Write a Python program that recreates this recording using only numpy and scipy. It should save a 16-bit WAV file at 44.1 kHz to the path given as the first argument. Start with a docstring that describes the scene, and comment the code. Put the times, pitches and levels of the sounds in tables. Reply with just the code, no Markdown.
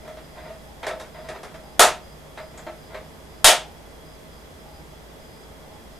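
"""A small, bare room: a parrot works its beak against a hard plastic casing on the wall, near a stereo camera.
The tip drags, lets go and taps: runs of tiny slips and filtered noise bursts ring the modes of the hollow shell.
Two sharp snaps, broadband noise with a low thump as the camera overloads, fill the room and drive its limiter.
Behind them: humming sines, a faint once-a-second tick, a whirring motor in bursts, and the camera's hiss
and whine, all but the hum made of filtered noise."""
import sys
import numpy as np
from scipy import signal
from scipy.fft import rfft, irfft, next_fast_len
from scipy.io import wavfile
from scipy.ndimage import uniform_filter1d, map_coordinates

SR = 44100
rng = np.random.default_rng(int(sys.argv[2]) if len(sys.argv) > 2 else 0)


def dump(signal):
    """Clip the signal to [-1, 1] and save it as 16-bit WAV at the path in sys.argv[1]."""
    limited = np.clip(np.atleast_2d(signal).T, -1, 1)
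    pcm = np.round(limited * 32767).astype(np.int16)
    wavfile.write(sys.argv[1], SR, pcm)


N = 264159  # samples in the scene
T = np.arange(SR * 2 // 5) / SR  # seconds within one hit


def amp(db):
    """Decibels to gain."""
    return 10 ** (np.asarray(db) / 20)


def rms(x):
    """Root mean square."""
    return np.sqrt(np.mean(x ** 2) + 1e-20)


def along(points, hz):
    """(Hz, value) points read on a log frequency axis."""
    point_hz, values = np.transpose(points)
    return np.interp(np.log(hz + 1), np.log(point_hz + 1), values)


def bumps(peaks, hz):
    """Decibels that (Hz, width in Hz, dB) resonances add to a spectrum."""
    return sum(db / (1 + (2 * (hz - centre) / width) ** 2) for centre, width, db in peaks)


def band(hz, centre_hz, width_hz):
    """Decibels of a steep-sided band."""
    return -20 * np.log10(1 + (2 * (hz - centre_hz) / width_hz) ** 4)


def filtered(x, response):
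    """x times a gain that depends on frequency."""
    n = x.shape[-1]
    padded = next_fast_len(n + SR // 4)
    gain = response(np.fft.rfftfreq(padded, 1 / SR))
    return irfft(rfft(x, padded) * gain, padded)[..., :n]


def wobble(rate):
    """A smooth random curve over the scene, with rate knots a second."""
    knots = rng.standard_normal(int(N * rate / SR) + 4)
    return map_coordinates(knots, [np.arange(N) * rate / SR])


def span(start, length, ramp):
    """1 during a stretch of time in seconds, 0 outside it, with sloped ends."""
    t = np.arange(N) / SR - start
    return np.clip(np.minimum(t, length - t) / ramp, 0, 1)


def noise(colour_db, width, size):
    """Stereo noise of rms 1: independent mid and side signals share a colour, the side scaled by width."""
    white = rng.standard_normal((2, size))
    mid, side = filtered(white, lambda hz: amp([colour_db(hz), colour_db(hz) + along(width, hz)]))
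    pair = np.array([mid + side, mid - side])
    return pair / rms(pair)


def add(track, s, sound):
    """Mix a sound into the track at s seconds."""
    start = max(round(s * SR), 0)
    part = track[:, start:][:, :sound.shape[-1]]
    part += sound[..., :part.shape[1]]


# The bare room's decay. Each row: frequency in Hz, time to fall by 60 dB in seconds.
ROOM_DECAY = [(150, 0.57), (400, 0.28), (1000, 0.27), (3000, 0.27), (7000, 0.22), (14000, 0.17)]
# Stereo spread of the sounds in the room. Each row: frequency in Hz, side relative to mid in dB.
ROOM_WIDTH = [(100, 2), (350, -27), (700, -17), (1400, -14), (4000, -10), (9000, -11.5), (14000, -5)]


def click(colour_db, direct_db, direct_t60, rise):
    """One impulse as the room returns it: a brief direct crack, then dense reflections whose treble dies first."""
    hz, t, bins = signal.stft(noise(colour_db, ROOM_WIDTH, len(T)), SR, nperseg=256)
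    decay = amp(-60 * t / along(ROOM_DECAY, hz)[:, None])
    tail = signal.istft(bins * decay, SR, nperseg=256)[1][:, :len(T)]
    crack = amp(direct_db) * 10 ** (-3 * T / direct_t60)
    return tail * (1 + crack) * (1 - np.exp(-T / rise))


# Modes of beak and hollow casing. Each row: frequency in Hz, strength in dB before tilt and scatter.
SHELL_MODES = [(235, -17.5), (340, -12.5), (392, -10), (520, -8.5), (628, 5.5), (657, -3), (711, 2.5),
               (795, -12), (906, 1.5), (1131, -10.5), (1206, -4), (1268, -4), (1320, -0.5), (1432, -9),
               (1840, -3), (1951, -6.5), (2160, -17), (2385, -8), (2630, -7.5), (2728, -3.5), (3146, -3),
               (3417, -1.5), (3760, -2), (4180, -32.5), (6128, -9), (6885, -11.5), (7335, -14), (8270, -10),
               (9005, -21)]


def shell(bright_db, scatter_db, rise, t60=0.41, damping=0.25, knee_hz=630):
    """The modes ring, high ones more briefly; bright_db tilts each octave above the knee, and strengths scatter."""
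    hz, db = np.transpose(SHELL_MODES)[:, :, None]
    life = t60 * np.maximum(hz / knee_hz, 1) ** -damping
    octaves = np.log2(np.maximum(hz / knee_hz, 1))
    size = amp(db + bright_db * octaves + scatter_db * rng.standard_normal(hz.shape))
    phase = 2 * np.pi * (hz * T + rng.random(hz.shape))
    ring = np.sum(size * np.sin(phase) * np.exp(-np.log(1000) * T / life), axis=0)
    return ring / np.linalg.norm(size) * (1 - np.exp(-T / rise))


def boom(main_hz=622.6, beat_hz=29.7, beat_peak_s=0.0041, twin_db=-3, t60=0.32, rise=0.0039):
    """The casing's main note under a slow push; a close twin mode beats with it, first in step at beat_peak_s."""
    phase = 2 * np.pi * (main_hz * T + rng.random())
    twin = amp(twin_db) * np.sin(phase + 2 * np.pi * beat_hz * (T - beat_peak_s))
    pair = (np.sin(phase) + twin) / np.hypot(1, amp(twin_db))
    return pair * 10 ** (-3 * T / t60) * (1 - np.exp(-T / rise))


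# Colour of room air and hiss at the microphones. Each row: frequency in Hz, relative level in dB.
AIR_COLOUR = [(20, -8), (39, -17), (56, -4.5), (80, -2), (108, -15), (155, -4.5), (200, -10.5), (600, -12),
              (850, -15.5), (1400, -22), (2000, -23.5), (2500, -27.5), (5700, -31), (14000, -35.5)]
# Stereo spread of that air. Each row: frequency in Hz, side relative to mid in dB.
AIR_SPREAD = [(60, -11.5), (110, -5.5), (200, -3), (380, -3), (690, -4), (1270, -0.5), (2350, 0),
              (4320, -1.5), (7960, -5.5), (14700, 5.5)]
# The camera's whine. Each row: centre in Hz, width in Hz, boost over the air in dB.
CAMERA_WHINE = [(2024, 33, 5.5), (3328, 146, 9.5), (5030, 36, 13.5)]
# Household hum. Each row: frequency in Hz, level in dB before the overall hum trim.
HUM_TONES = [(53.8, -49.5), (150.7, -56), (220.7, -59), (441.4, -57.5), (549.1, -62.5), (635.2, -56.5)]


def background(air_db=-44.5, hum_trim_db=-1, drift_rad=0.79, hiss_top_hz=14400):
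    """Room air, hiss and camera whine as coloured noise, over hum sines that waver in level and phase."""
    air = noise(lambda hz: along(AIR_COLOUR, hz) + bumps(CAMERA_WHINE, hz), AIR_SPREAD, N)
    air = filtered(air, lambda hz: hz < hiss_top_hz)
    t = np.arange(N) / SR
    hum = np.zeros(N)
    for hz, db in HUM_TONES:
        level = amp(db + 1.8 * wobble(12.0))
        hum += level * np.sin(2 * np.pi * hz * t + drift_rad * wobble(7.9))
    return amp(air_db) * air + amp(hum_trim_db) * hum


# Beak tip on the casing. Each row: tap time in seconds, reference level in dB, shell ring relative to that in dB,
# tip tick relative to that in dB, both before trims, length of the drag before the tap in seconds.
BEAK_TAPS = [(0.0764, -38.5, 8.5, -13, 0.057), (0.169, -38, -4, -18, 0.024), (0.5014, -45, 14.5, -14, .17),
             (0.829, -25.5, -26, -20, 0.028), (0.8659, -20, -6, -12.5, 0), (0.903, -35.5, 14.5, -18, 0),
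             (0.9975, -31.5, -3.5, -8.5, 0), (1.1844, -44, 12.5, -22, 0.05),
             (1.287, -28.5, 1.5, -12.5, .06), (1.3476, -34, -1, -24, 0.015), (1.4311, -31.5, -28, -10.5, 0),
             (1.5414, -36.5, 4, -15, 0.036), (2.374, -29.5, 1.5, -25, 0.048),
             (2.5754, -36, -17, -13, 0.053), (2.6655, -32, 6, -31, 0), (2.9438, -29.5, 0, -26, 0.075)]
# Colour of beak on plastic, dragging or tapping. Each row: frequency in Hz, relative level in dB.
CLACK_COLOUR = [(100, -19), (280, -14), (420, 3.5), (900, 3), (1300, -2), (1600, 0), (2200, -2),
                (2900, -13), (4000, -10.5), (5500, -26.5), (12000, -40)]


def rubs(slips_per_s=160, uneven_db=4, ring_db=-1, boom_db=5, ramp=0.019):
    """Dragging is a dense run of tiny slips, each sounding the same casing; pressure builds toward the tap."""
    drag_db, grows_db_per_s = -41, 10
    t = np.arange(N) / SR
    pressure = np.zeros(N)
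    for s, *_, drag_s in BEAK_TAPS:
        build = amp(drag_db - grows_db_per_s * np.clip(s - t, 0, drag_s))
        pressure += build * span(s - drag_s, drag_s, ramp)
    slips = (rng.random(N) < slips_per_s / SR) * amp(uneven_db * rng.standard_normal(N))
    scratch = click(lambda hz: along(CLACK_COLOUR, hz), direct_db=-12, direct_t60=0.03, rise=0.002)
    ring = shell(bright_db=-4, scatter_db=1, rise=0.002)
    body = scratch + amp(ring_db) * ring + amp(boom_db) * boom()
    body = body / np.linalg.norm(body[0])
    force = pressure * slips / rms(slips)
    return signal.fftconvolve(force[None], body, axes=1)[:, :N]


# Colour of the hard tip's tick. Each row: frequency in Hz, relative level in dB.
TICK_COLOUR = [(2500, -22), (5000, 4), (7000, -1), (10500, -2), (14000, -19)]


def taps(clack_db=-6, touch_db=-8, ring_db=-7, boom_db=-3, tick_db=-6):
    """The tip slips on the plastic: a hard touch and its rebound, with a slower push that rings the casing."""
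    rebound_s, rebound_db = 0.013, -6
    out = np.zeros((2, N))
    for s, db, ring_rel, tick_rel, _ in BEAK_TAPS:
        for delay, loss_db in [(0, 0), (rebound_s, rebound_db)]:
            clack = click(lambda hz: along(CLACK_COLOUR, hz), direct_db=-12, direct_t60=0.015, rise=0.001)
            touch = shell(bright_db=-1.0, scatter_db=4.5, rise=0.0015, t60=0.28)
            tick = click(lambda hz: along(TICK_COLOUR, hz), direct_db=-1.0, direct_t60=0.018, rise=0.001)
            contact = amp(clack_db) * clack + amp(touch_db) * touch + amp(tick_db + tick_rel) * tick
            add(out, s + delay, amp(db + loss_db) * contact)
        ring = amp(ring_db) * shell(bright_db=-7.5, scatter_db=7.5, rise=0.0047, t60=0.3)
        add(out, s, amp(db + ring_rel) * (ring + amp(boom_db) * boom()))
    return out


# The beats on which the motor runs. Each entry: beat number, counted from 0.
MOTOR_BEATS = [0, 1, 7, 8, 11, 14, 17, 20, 24, 30, 32, 35, 39, 40, 45]


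def focus(centre_hz=4930, width_hz=240, db=-62.0, start_s=0.24, beat_s=0.127):
    """A tiny motor, likely the lens focusing, whirrs as narrow-band noise on chosen beats of a fixed grid."""
    beat = np.floor((np.arange(N) / SR - start_s) / beat_s)
    running = uniform_filter1d(np.isin(beat, MOTOR_BEATS).astype(float), size=512)  # softened edges
    return amp(db) * running * noise(lambda hz: band(hz, centre_hz, width_hz), ROOM_WIDTH, N)


def clock(first=0.63, tone_hz=825, width_hz=110, db=-50, t60=0.99):
    """A far, dull tick once a second, like a clock in the next room: narrow noise with a soft onset."""
    out = np.zeros((2, N))
    envelope = 10 ** (-3 * T / t60) * (1 - np.exp(-T / 0.015))
    for s in np.arange(first, N / SR):
        tone = noise(lambda hz: -20 * np.log10(1 + (2 * (hz - tone_hz) / width_hz) ** 2), ROOM_WIDTH, len(T))
        add(out, s, amp(db) * tone * envelope)
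    return out


# Hard snaps of the beak. Each row: start in seconds, level in dB before the limiter, brightness in dB per octave,
# ring relative to the snap in dB, low overload thump relative to the snap in dB, beak cavity in Hz.
BEAK_SNAPS = [(1.7940, -0.5, -0.2, -2.5, -8.5, 1320), (3.4440, 3.5, 2.5, -3.5, -4, 3400)]
# Colour of a snap. Each row: frequency in Hz, relative level in dB before cavity and brightness.
SNAP_COLOUR = [(60, -36), (180, -30), (300, -20.5), (400, -6), (550, -1), (700, 5), (1000, -2), (1400, -3),
               (2200, -5.5), (4200, -8), (5200, -8), (9500, -6.5), (12000, -14.5), (15000, -20.5)]


def snaps(pivot_hz=2000, thump_s=0.007, cavity_db=5, cavity_share=0.16):
    """A hard snap excites a broad range, coloured by the open beak, with one low thump of the overloaded camera."""
    out = np.zeros((2, N))
    u = T / thump_s
    thump = (1 - u / 2) * u * np.exp(-u)  # swings out, then back past zero
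    for s, db, bright, ring_db, thump_db, cavity_hz in BEAK_SNAPS:
        cavity = [(cavity_hz, cavity_share * cavity_hz, cavity_db)]
        # brightness tips the two octaves around the pivot
        shelf = lambda hz: bright * np.clip(np.log2((hz + 1) / pivot_hz), -1, 1)
        colour = lambda hz: along(SNAP_COLOUR, hz) + bumps(cavity, hz) + shelf(hz)
        crack = click(colour, direct_db=-20.0, direct_t60=0.027, rise=0.00073)
        ring = shell(bright_db=bright, scatter_db=1.5, rise=0.008, t60=0.3)
        add(out, s, amp(db) * (crack + amp(ring_db) * ring + amp(thump_db) * thump))
    return out


def thin_tick(s=2.5755, centre_hz=7200, width_hz=1900, db=-47):
    """Once the very tip flicks off an edge: a thin, high band of noise that dies in the room."""
    out = np.zeros((2, N))
    tick = click(lambda hz: band(hz, centre_hz, width_hz), direct_db=0, direct_t60=0.03, rise=0.001)
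    add(out, s, amp(db) * tick)
    return out


def scene(lean_db=0.5):
    """Everything mixed in stereo; the background leans a little to the right."""
    parrot = taps() + rubs() + thin_tick() + snaps()
    return parrot + clock() + focus() + background() * amp([[-lean_db], [lean_db]])


def record(dry, limit_db=-7, response_s=0.0013, clip_level=0.9, top_hz=15250):
    """The camera's quick limiter holds the snaps down; what slips past clips softly, then the top is cut."""
    keep = np.exp(-1 / (response_s * SR))
    power = signal.lfilter([1 - keep], [1, -keep], np.mean(dry ** 2, axis=0))
    held = dry / np.sqrt(np.hypot(1, power / amp(limit_db) ** 2))
    clipped = held / (1 + (held / clip_level) ** 6) ** (1 / 6)
    return filtered(clipped, lambda hz: 1 / (1 + (hz / top_hz) ** 150))


dry = scene()
out = record(dry)
dump(out)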